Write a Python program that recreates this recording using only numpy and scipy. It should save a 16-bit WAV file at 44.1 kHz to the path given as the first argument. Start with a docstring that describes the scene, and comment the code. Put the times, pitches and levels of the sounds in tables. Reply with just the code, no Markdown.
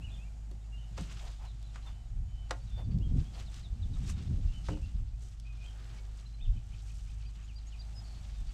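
"""A worker handles a hollow wooden post by a country road, over far hiss, an idling engine and grass brushing.
Bird whistles, a soft gust and a faint low-mid scuff of filtered noise open it; ringing modal knocks begin
at half a second, stronger rubs after one. A thin insect whine fades after 2.5 s, while gusts of low noise
buffet the microphone until about 5 s. The densest knocks land near 4.7 s, the strongest gust near 6.5 s.
Climbing and falling bird notes, drawn as bent sine sweeps, lead to a buzzy chopped note at 8 s."""
import sys
import numpy as np
from scipy import signal
from scipy.fft import rfft, irfft, next_fast_len
from scipy.io import wavfile
from scipy.ndimage import map_coordinates

SR = 44100
rng = np.random.default_rng(int(sys.argv[2]) if len(sys.argv) > 2 else 0)


def generate_wav(signal):
    """Clip the signal to [-1, 1] and save it as 16-bit WAV at the path in sys.argv[1]."""
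    frames = np.transpose(np.atleast_2d(signal))
    scaled = np.clip(frames, -1, 1) * 32767
    pcm = np.round(scaled).astype(np.int16)
    wavfile.write(sys.argv[1], SR, pcm)


def decibels_to_gain(level_db):
    """Convert a level in decibels to a linear amplitude gain (20 dB per decade)."""
    exponent = np.asarray(level_db, float) / 20
    return 10 ** exponent


N = 376173


def unit(x):
    """Scales x to rms 1."""
    return x / np.sqrt(np.mean(x ** 2) + 1e-20)


def along(points, hz):
    """Reads (Hz, value) points at hz on a log frequency axis."""
    f, v = np.transpose(points)
    return np.interp(np.log(hz + 1), np.log(f + 1), v)


def curves(rows):
    """Gives one value per sample for each column after the time."""
    s, *cols = np.transpose(rows)
    return [np.interp(np.arange(N) / SR, s, c) for c in cols]


def wobble(rate):
    """A smooth random curve with rate knots a second."""
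    knots = rng.standard_normal(int(N * rate / SR) + 4)
    return map_coordinates(knots, [np.arange(N) * rate / SR])


def coloured(x, spectrum, db):
    """Noise x under a level curve, then through a spectrum that is silent outside its ends."""
    m = next_fast_len(N + 8192)
    hz = np.fft.rfftfreq(m, 1 / SR)
    inside = (hz > spectrum[0][0]) * (hz < spectrum[-1][0])
    gain = decibels_to_gain(along(spectrum, hz)) * inside
    return irfft(rfft(unit(x) * decibels_to_gain(db), m) * unit(gain), m)[:N]


def grainy(spiky_db, rate):
    """Noise whose loudness varies from grain to grain."""
    return rng.standard_normal(N) * decibels_to_gain(spiky_db * wobble(rate))


def add(track, s, sound):
    """Lays a short sound on a track at time s."""
    part = track[max(round(s * SR), 0):][:len(sound)]
    part += sound[:len(part)]


def swells(s, rise_s, fall_s, db, bed_db):
    """Level in dB of events that climb 20 dB to a peak and die 20 dB again, summed in power over a bed."""
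    t = np.arange(0, N / SR + .01, .002)
    late = t[:, None] - s
    drop_db = 20 * np.maximum(-late / np.abs(rise_s), late / np.abs(fall_s))
    power = decibels_to_gain(2 * (db - drop_db)).sum(axis=1)
    return 10 * np.log10(np.interp(np.arange(N) / SR, t, power) + decibels_to_gain(2 * bed_db))


# Outdoor echo. Each row: frequency in Hz, time to die 60 dB in seconds at a reach of 1.
FIELD_DECAY = [(200, 0.89), (2500, 0.43), (9000, 0.069)]


def echo(x, reach):
    """Scatter from ground, poles and hedges; each frequency dies at its own speed, sooner at small reach."""
    hz, t, z = signal.stft(rng.standard_normal(SR // 2), SR, nperseg=256)
    t60 = reach * along(FIELD_DECAY, hz)[:, None]
    tail = signal.istft(z * decibels_to_gain(-60 * t / t60), SR, nperseg=256)[1]
    delayed = np.pad(x, (150, 0))
    return signal.fftconvolve(delayed, tail / np.linalg.norm(tail))[:N]


# Colour of the far hiss. 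Each row: frequency in Hz, relative level in dB per Hz.
HISS_SPECTRUM = [(71, -21.5), (120, -8.5), (271, -24.5), (415, -32.5), (563, -31.5), (676, -25.5),
                 (829, -26), (955, -34), (1830, -37.5), (3110, -39), (3510, -41), (7920, -40.5),
                 (9510, -49), (12400, -56), (15500, -62)]
# Thin insect whine. Each row: time in seconds, level in dB before its waver.
INSECT_WHINE = [(0, -80), (2.5, -81), (2.7, -100)]


def background():
    """Far road and leaves blur into a smooth hiss; a sine with a trembling pitch is the insect whine."""
    whine_hz = 6880 + 45 * wobble(90)
    whine_level = curves(INSECT_WHINE)[0] + 2.2 * wobble(15)
    whine = np.sin(2 * np.pi * np.cumsum(whine_hz) / SR) * decibels_to_gain(whine_level)
    hiss = coloured(rng.standard_normal(N), HISS_SPECTRUM, -62 + 2.06 * wobble(2.74))
    return hiss + whine


# Engine orders. Each row: multiple of the firing rate, level in dB relative to the engine level.
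ENGINE_ORDERS = [(.5, -17), (1, 0.5), (1.5, -19), (2, -15), (2.26, -16)]


def engine():
    """Firing pulses heard as a strong fundamental; the weak orders waver more."""
    idle_hz, engine_db = 51.8, -40  # mean firing rate, reference level
    firing_hz = idle_hz + .5 * wobble(1.55) + 0.383 * wobble(6)
    turn = 2 * np.pi * np.cumsum(firing_hz) / SR
    out = np.zeros(N)
    for k, level in ENGINE_ORDERS:
        waver_db = 1.2 if k == 1 else 4
        out += decibels_to_gain(level + waver_db * wobble(8)) * np.sin(k * turn + rng.uniform(0, 2 * np.pi))
    return decibels_to_gain(engine_db) * out


# Gusts. Each row: peak time in seconds, build-up in seconds, peak level in dB for a layer at the eddy pitch,
# eddy pitch in octaves above 50 Hz.
WIND_GUSTS = [(0.0, 0.32, -43.5, 0.26), (1.0, 0.14, -44.5, 0.72), (1.32, 0.41, -49, -0.2),
              (1.9, 0.15, -45.5, -0.73), (2.2, 0.13, -33, -0.32), (2.31, 0.36, -41, -0.69),
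              (2.75, 0.16, -38.5, -0.46), (2.891, 0.047, -33, 0.42), (2.97, 0.25, -31, 0.74),
              (3.13, 0.082, -24.5, 0.49), (3.189, 0.036, -26.5, 0.51), (3.45, 0.27, -47.5, 0.32),
              (3.58, 0.066, -44, 0.2), (3.731, 0.062, -36, -0.051), (3.85, 0.2, -36, -0.29),
              (4.0, 0.39, -37, 0.54), (4.13, 0.36, -43, 0.64), (4.21, 0.082, -40.5, 1.3),
              (4.31, 0.21, -33.5, 0.68), (4.43, 0.19, -30.5, -0.64), (4.48, 0.04, -31, -0.54),
              (4.7, 0.11, -40, .6), (4.83, 0.17, -38, 0.12), (4.961, 0.021, -28.5, -0.019),
              (5.01, 0.066, -30.5, -0.37), (5.13, 0.18, -40, -0.27), (6.491, 0.054, -23, -0.78),
              (6.56, 0.033, -31, 0.11), (6.74, .2, -51.5, 0.2), (7.07, 0.3, -42.5, -0.8),
              (8.42, 0.15, -36, -0.48)]
# Colours of the slow heave, the deep rumble and the flutter.
# Each row: frequency in Hz, relative level in dB per Hz.
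HEAVE_SPECTRUM = [(14, -48), (24, -10.5), (32, -3), (48, -9), (75, -42)]
DEEP_SPECTRUM = [(40, -18), (62, -4), (85, -6), (115, -13), (170, -61)]
FLUTTER_SPECTRUM = [(70, -29), (110, 4), (170, 1.5), (250, -9.5), (400, -24), (700, -38.5), (1200, -51)]


def wind():
    """Eddies push the microphone in uneven lumps; the faster ones flutter higher."""
    fall_ratio, spread_db = 1.33, 5.5  # dying time over build-up, loss one octave from the eddy pitch
    s, rise_s, db, pitch = np.transpose(WIND_GUSTS)

    def level(octave, lull_db=-64):
        """Gust level in dB for a layer at this octave."""
        layer_db = db - spread_db * (pitch - octave) ** 2
        return swells(s, rise_s, fall_ratio * rise_s, layer_db, lull_db)

    heave = coloured(grainy(spiky_db=-0.5, rate=12), HEAVE_SPECTRUM, level(-0.2, lull_db=-63))
    deep = coloured(grainy(spiky_db=1.0, rate=49), DEEP_SPECTRUM, level(0.3))
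    flutter = coloured(grainy(spiky_db=2.5, rate=50), FLUTTER_SPECTRUM, level(1.6) + 1)
    return heave + deep + flutter


def chatter(count, db):
    """Distant birds: faint short sweeps scattered in time and pitch."""
    out = np.zeros(N)
    for when, pitch, bend, size, span in rng.uniform(0, 1, (count, 5)):
        u = np.linspace(0, 1, round((0.022 + 0.03 * span) * SR))
        hz = (2300 + 2300 * pitch ** 2) * (1 + 0.26 * (bend - .6) * u)
        sweep = np.sin(np.pi * u) * np.sin(2 * np.pi * np.cumsum(hz) / SR)
        add(out, when * N / SR, decibels_to_gain(db - 4.0 * size) * sweep)
    return out


# Buzzy note. One row: start in seconds, length in seconds, starting pitch in Hz, pulses per second,
# starting level in dB.
BUZZY_NOTE = (8.04, .16, 4500, 170, -55.5)


def buzz():
    """A buzzy bird note: a rough whistle chopped into fast, uneven pulses."""
    s, length, hz, rate_hz, db = BUZZY_NOTE
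    out, t = np.zeros(N), np.arange(round(length * SR)) / SR
    uneven = np.cumsum(rng.normal(0, .012, len(t)))
    pulses = np.sin(np.pi * rate_hz * t + uneven) ** 6
    rough = np.cumsum(rng.normal(0, .08, len(t)))
    whistle = np.sin(2 * np.pi * hz * t * (1 - 0.0135 * t / length) + rough)
    add(out, s, decibels_to_gain(db - 5 * t / length) * pulses * whistle)
    return out


# Gently arched whistles, steeply arched whistles, then sliding and level notes.
# Each row: start in seconds, length in seconds, first pitch in Hz, last pitch in Hz, level in dB.
GENTLE_ARCHES = [(0.77, 0.078, 3000, 2685, -62.5), (1.452, 0.067, 4130, 3150, -65),
                 (1.62, 0.086, 4050, 3240, -67.5), (3.223, 0.09, 2730, 3380, -65.5),
                 (4.477, 0.062, 2640, 2640, -59.5), (4.532, 0.059, 2900, 2824, -58),
                 (4.815, 0.045, 2450, 2726, -62.5), (5.448, 0.047, 2400, 2340, -58.5),
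                 (5.572, 0.065, 2330, 2323, -61.5)]
STEEP_ARCHES = [(.01, 0.077, 2405, 2280, -54.5), (.095, 0.074, 2970, 2710, -59),
                (4.695, 0.056, 2450, 2310, -57), (5.632, 0.075, 2580, 2640, -59),
                (6.405, 0.059, 3190, 2640, -57)]
SLIDING_NOTES = [(0.089, 0.031, 4280, 3570, -66), (0.18, 0.083, 2430, 2900, -62),
                 (0.243, 0.045, 2290, 2460, -65.5), (0.722, 0.051, 2787, 2850, -57),
                 (1.357, 0.047, 4150, 3300, -69), (1.82, 0.04, 4050, 4050, -66),
                 (1.858, 0.035, 3680, 3500, -57), (1.435, 0.03, 3490, 2700, -68),
                 (1.612, 0.043, 4050, 3300, -69), (1.9, 0.14, 3030, 3010, -73.5),
                 (2.272, 0.21, 3065, 3016, -67), (2.612, .02, 4500, 4600, -64),
                 (2.699, 0.17, 3560, 3540, -61), (2.772, .022, 4730, 4560, -66),
                 (2.842, .02, 4600, 4570, -66), (2.905, .025, 4580, 4580, -66),
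                 (3.007, 0.039, 2700, 3280, -62), (3.026, 0.062, 3260, 3190, -61),
                 (2.667, .03, 4000, 3630, -69), (4.128, .02, 3750, 3690, -63),
                 (3.459, 0.042, 4420, 3380, -60), (3.63, 0.049, 4240, 3400, -57.5),
                 (3.819, 0.029, 4130, 3370, -57.5), (3.933, 0.022, 4040, 3560, -60.5),
                 (4.03, 0.031, 3710, 3700, -65), (5.976, 0.024, 2260, 2240, -62.5),
                 (6.258, 0.017, 4050, 4100, -58), (6.338, .017, 4180, 4020, -61.5),
                 (6.463, 0.037, 2730, 2530, -68.5), (6.523, 0.083, 3120, 3020, -69),
                 (7.287, .01, 3950, 4600, -62), (7.257, .035, 4680, 4770, -62.5),
                 (7.43, 0.033, 6500, 7360, -66), (7.557, 0.028, 4695, 4820, -54),
                 (7.583, 0.01, 3900, 4650, -57), (7.666, 0.031, 6400, 7300, -58.5),
                 (7.789, 0.028, 4680, 4800, -53), (7.814, 0.011, 3700, 4700, -55),
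                 (7.952, 0.051, 5100, 5035, -54.5), (8.35, .07, 3750, 3580, -67),
                 (8.488, 0.012, 4730, 4430, -59), (8.269, 0.045, 2155, 2180, -67.5)]
# Falls that flatten into a tail. Each row: start in seconds, starting level in dB.
FALLING_NOTES = [(7.19, -60), (7.484, -54), (7.721, -53)]
# Short climbs ending in a high and a low pip. Each row: time in seconds, reference level in dB.
CLIMBING_CALLS = [(6.385, -64), (6.552, -66.5), (6.72, -61), (6.882, -62), (7.075, -64.5), (7.235, -64)]
# Parts of a climb. Each row: delay in seconds, length in seconds, first pitch in Hz, last pitch in Hz,
# level in dB over the reference.
CLIMB_PARTS = [(-.004, 0.023, 2207, 2610, -5), (.015, 0.01, 2820, 3320, 1.5), (0.022, .011, 2380, 2680, 3)]


def bird_notes():
    """Lists every note as start, length, first, middle and last pitch, level and fade in dB."""
    notes = []
    # lift: middle pitch over the mean of the ends
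    for rows, lift in ((GENTLE_ARCHES, 1.07), (STEEP_ARCHES, 1.25)):
        notes += [(s, length, a, lift * (a + b) / 2, b, db, 0) for s, length, a, b, db in rows]
    sag = .12  # a slide lingers low: share of its span under the straight line
    for s, length, a, b, db in SLIDING_NOTES:
        notes.append((s, length, a, (a + b) / 2 - sag * abs(b - a), b, db, 0))
    for s, db in FALLING_NOTES:
        notes.append((s, .054, 3250, 2520, 2340, db, 19))
    for s, db in CLIMBING_CALLS:
        for late, length, a, b, part_db in CLIMB_PARTS:
            notes.append((s + late, length, a, (a + b) / 2, b, db + part_db, 0))
    return notes


def birds():
    """Whistles bend through three pitches; arched ones come unsteady from behind a hedge, with more echo."""
    out, behind, waver = np.zeros(N), np.zeros(N), wobble(150)
    for s, length, first_hz, mid_hz, last_hz, db, fade_db in bird_notes():
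        u = np.linspace(0, 1, round(length * SR))
        # parabola through the three pitches
        hz = first_hz * (1 - u) * (1 - 2 * u) + 4 * mid_hz * u * (1 - u) + last_hz * u * (2 * u - 1)
        arched = mid_hz > (first_hz + last_hz + 1) / 2
        if arched:
            hz = hz * (1 + 0.014 * np.resize(waver[round(s * SR):], len(u)))
        envelope = decibels_to_gain(db - fade_db * u) * np.sqrt(np.abs(np.sin(np.pi * u)))
        add(behind if arched else out, s, envelope * np.sin(2 * np.pi * np.cumsum(hz) / SR))
    out = out + decibels_to_gain(-2) * (behind + decibels_to_gain(-4) * echo(behind, reach=.6))
    return out * decibels_to_gain(1.5 * wobble(80))


# Strokes of gloves, cloth and grass. Each row: peak time in seconds, build-up in seconds,
# dying time in seconds, peak level in dB before the layer trims, brightness in dB before each layer's share.
BRUSH_STROKES = [(.14, 0.23, 0.67, -80.5, 7.5), (0.977, 0.012, 0.098, -55.5, -2.5),
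                 (1.008, 0.036, 0.045, -60, 4), (1.038, 0.04, 0.088, -60.5, -1),
                 (1.115, .04, 0.075, -60.5, -2), (1.17, 0.05, 0.083, -61.5, -5.5),
                 (1.23, 0.52, 0.24, -64.5, 0), (1.31, 0.081, 0.1, -67.5, -3),
                 (1.455, 0.036, 0.038, -65, -5), (1.76, 0.044, 0.075, -65.5, -5),
                 (1.89, 0.13, 0.096, -67.5, -2), (2.53, 0.052, 0.28, -72, 4.5),
                 (2.79, 0.73, 0.15, -76, -6.5), (2.92, 0.037, 0.041, -73, -10),
                 (3.171, 0.024, 0.19, -66, -0.5), (3.35, 0.042, 0.098, -62, -2),
                 (3.4, 0.049, 0.087, -61, 0), (3.577, 0.14, 0.081, -61.5, 0.5), (3.96, .04, 0.22, -73, 0.5),
                 (4.05, 0.2, 0.074, -64, 0.5), (4.101, 0.063, 0.042, -54.5, 3.5),
                 (4.19, 0.066, 0.13, -64.5, -3.5), (4.67, 0.06, 0.14, -61, 2),
                 (4.691, 0.008, 0.04, -58.5, -3), (5.23, 0.081, 0.18, -68.5, 4.5),
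                 (5.65, 0.16, 0.18, -69, -2), (5.97, 0.16, 0.075, -66, -2), (6.2, 0.21, 0.17, -69, 0.5),
                 (6.97, 0.49, 0.26, -75, 9.5), (7.43, 0.16, 0.075, -72.5, -5.5), (8.15, .2, 0.3, -75.5, -2)]
# Steady brushing between the strokes. Each row: time in seconds, level in dB before the layer trims.
BRUSHING_BED = [(0, -84), (.7, -86), (1.4, -74), (2.2, -82.5), (2.9, -78), (3.3, -78), (3.8, -76.5),
                (4.8, -69.5), (5.1, -79.5), (5.8, -73.5), (6.53, -77.5), (6.9, -72.5), (7.7, -73.5),
                (8.53, -69.5)]
# Colours of the fine grains, the bright sheen and the coarse scrape.
# Each row: frequency in Hz, relative level in dB per Hz.
FINE_SPECTRUM = [(1200, -5.5), (2000, -9), (3500, -1), (5000, -3.5), (8000, -19)]
SHEEN_SPECTRUM = [(3500, -16.5), (6000, -2), (8300, -4.5), (9500, -14.5), (13000, -21.5), (15500, -40)]
COARSE_SPECTRUM = [(300, 4.5), (600, -10), (1200, 1.5), (1900, -2.5), (3000, 1.5), (5000, -33)]


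def rustle():
    """Fibres and grass blades slip in dense tiny grains; bright strokes hiss more, dull ones scrape more."""
    s, rise_s, fall_s, peak_db, bright_db = np.transpose(BRUSH_STROKES)

    def level(tilt):
        """Stroke level in dB for a layer that takes this share of the brightness."""
        return swells(s, rise_s, fall_s, peak_db + tilt * bright_db, curves(BRUSHING_BED)[0])

    fine_db = level(0) + 2.5 + 2.5 * wobble(40)
    sheen_db = level(0.98) - 0.5 + 1.2 * wobble(40)
    coarse_db = level(-0.83) - 0.5 + 2.56 * wobble(30)
    fine = coloured(grainy(spiky_db=2.2, rate=250), FINE_SPECTRUM, fine_db)
    sheen = coloured(grainy(spiky_db=2.2, rate=250), SHEEN_SPECTRUM, sheen_db)
    coarse = coloured(grainy(spiky_db=1.0, rate=130), COARSE_SPECTRUM, coarse_db)
    return fine + sheen + coarse


# Rubs and broad faint scuffs. Each row: start in seconds, length in seconds, centre pitch in Hz, width in Hz,
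# level in dB at the middle.
RUBS_AND_SCUFFS = [(0, 0.39, 480, 500, -72), (1.185, 0.14, 710, 306, -56.5), (1.385, 0.11, 820, 246, -58),
                   (1.844, 0.077, 880, 300, -61), (2.756, 0.084, 640, 198, -55.5),
                   (3.332, 0.093, 663, 308, -58), (3.955, 0.028, 1150, 250, -62),
                   (5.173, 0.13, 395, 220, -70), (5.624, 0.42, 1550, 406, -69.5),
                   (5.501, .85, 550, 560, -67.5)]


def rubs_and_scuffs():
    """Rubs and broad faint scuffs: swells of uneven band-passed noise around one centre pitch."""
    out = np.zeros(N)
    for s, length, hz, width_hz, db in RUBS_AND_SCUFFS:
        u = np.linspace(0, 1, round(length * SR))
        band = signal.butter(1, [hz - width_hz / 2, hz + width_hz / 2], "bandpass", fs=SR, output="sos")
        uneven = rng.standard_normal(len(u)) * np.exp(0.47 * rng.standard_normal(len(u)))
        add(out, s, decibels_to_gain(db) * np.sin(np.pi * u) * unit(signal.sosfilt(band, uneven)))
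    return out


def crack(t, t60, edges_hz, order):
    """A bright snap: a dying burst of band-passed noise."""
    band = signal.butter(order, edges_hz, "bandpass", fs=SR, output="sos")
    return decibels_to_gain(-60 * t / t60) * signal.sosfilt(band, rng.standard_normal(len(t)))


# Blows on the post. Each row: start in seconds, level in dB that scales the whole knock,
# lowest strong pitch in Hz, highest strong pitch in Hz, ring time factor.
POST_BLOWS = [(0.514, -39, 244, 595, 0.2), (0.977, -43.5, 317, 1500, 1.17), (1.006, -35, 120, 217, 0.7),
              (1.743, -51, 1000, 2500, 0.39), (1.757, -41, 900, 1840, 0.62),
              (2.4935, -48.5, 700, 1800, 0.36), (2.5075, -28, 464, 2630, 0.65),
              (4.685, -34.5, 199, 1590, 0.69), (4.71, -33, 89.4, 149, 0.47), (4.709, -32, 250, 350, 1.7),
              (4.731, -40, 330, 520, 1.5), (4.77, -52, 400, 1400, .7)]
# Modes of the post. 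Each row: frequency in Hz, level in dB within a knock,
# time to die 60 dB in seconds at a ring time factor of 1.
POST_MODES = [(120, 6, 0.093), (164.3, 12, 0.14), (217, 0.5, 0.16), (299.5, -0.5, 0.16), (419, 0, 0.093),
              (540, 2.5, 0.077), (698, -4, 0.089), (795, -1, 0.053), (880, 3.5, 0.043), (1030, 2.5, 0.035),
              (1315, -2, 0.05), (1425, -1, 0.058), (1500, -6, 0.035), (1660, -3, 0.053), (1925, 1.5, 0.038),
              (2200, 5, 0.019), (2900, -13, 0.037), (5640, -16, .03)]
# Short bright ticks, several of them the sharp snap at the onset of a blow.
# Each row: start in seconds, level in dB before a 4 dB cut.
BRIGHT_TICKS = [(.513, -43.5), (0.978, -38), (1.6275, -43.5), (2.5082, -39), (2.986, -44), (3.543, -37.5),
                (5.399, -41), (7.446, -48)]


def knock(t, low_hz, high_hz, ring):
    """Contact snaps, dense body noise thuds and modes ring; wood grain blurs them, low ones build slowly."""
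    snap_db = -12 + 10 * np.log2(high_hz / 1000)  # harder contact snaps louder
    sound = decibels_to_gain(snap_db) * crack(t, t60=0.027, edges_hz=[1500, 7800], order=5)
    band = signal.butter(2, [low_hz, high_hz], "bandpass", fs=SR, output="sos")
    body = unit(signal.sosfilt(band, rng.standard_normal(len(t))))
    sound += decibels_to_gain(-8 - 60 * t / 0.054) * body
    for hz, level, t60 in POST_MODES:
        rough = np.cumsum(rng.normal(0, .016, len(t)))
        gain = decibels_to_gain(level + rng.normal(0, 0.29)) / (1 + (hz / high_hz) ** 4) / (1 + (low_hz / hz) ** 4)
        envelope = decibels_to_gain(-60 * t / (t60 * ring)) * (1 - np.exp(-t * hz / 1.03))
        sound += gain * envelope * np.sin(2 * np.pi * hz * t + rough)
    return sound * (1 - np.exp(-t / 0.0012))


def post():
    """Every blow rings the same modes: a light slap skips the low ones, a soft thud the high ones."""
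    out, t = np.zeros(N), np.arange(SR // 3) / SR
    for s, db, low_hz, high_hz, ring in POST_BLOWS:
        add(out, s, decibels_to_gain(db) * knock(t, low_hz, high_hz, ring))
    for s, db in BRIGHT_TICKS:
        add(out, s, decibels_to_gain(db - 4) * crack(t, t60=.014, edges_hz=[2400, 7500], order=2))
    return out


def scene():
    """Mixes all sources to one channel, with a short echo on knocks and rubs and a longer one on the birds."""
    handling = post() + rubs_and_scuffs()
    song = birds() + buzz() + chatter(count=45, db=-71.5)
    near = handling + decibels_to_gain(-14) * echo(handling, reach=.3)
    far = song + decibels_to_gain(-10.5) * echo(song, reach=0.75)
    return (near + far + rustle() + wind() + engine() + background())[None]


def band_limit(x):
    """A steep low-pass at the top of the band."""
    return signal.sosfilt(signal.butter(12, 15710, fs=SR, output="sos"), x)


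def record(dry):
    """Turns the finished mix into the final sound."""
    return band_limit(dry)


dry = scene()
out = record(dry)
generate_wav(out)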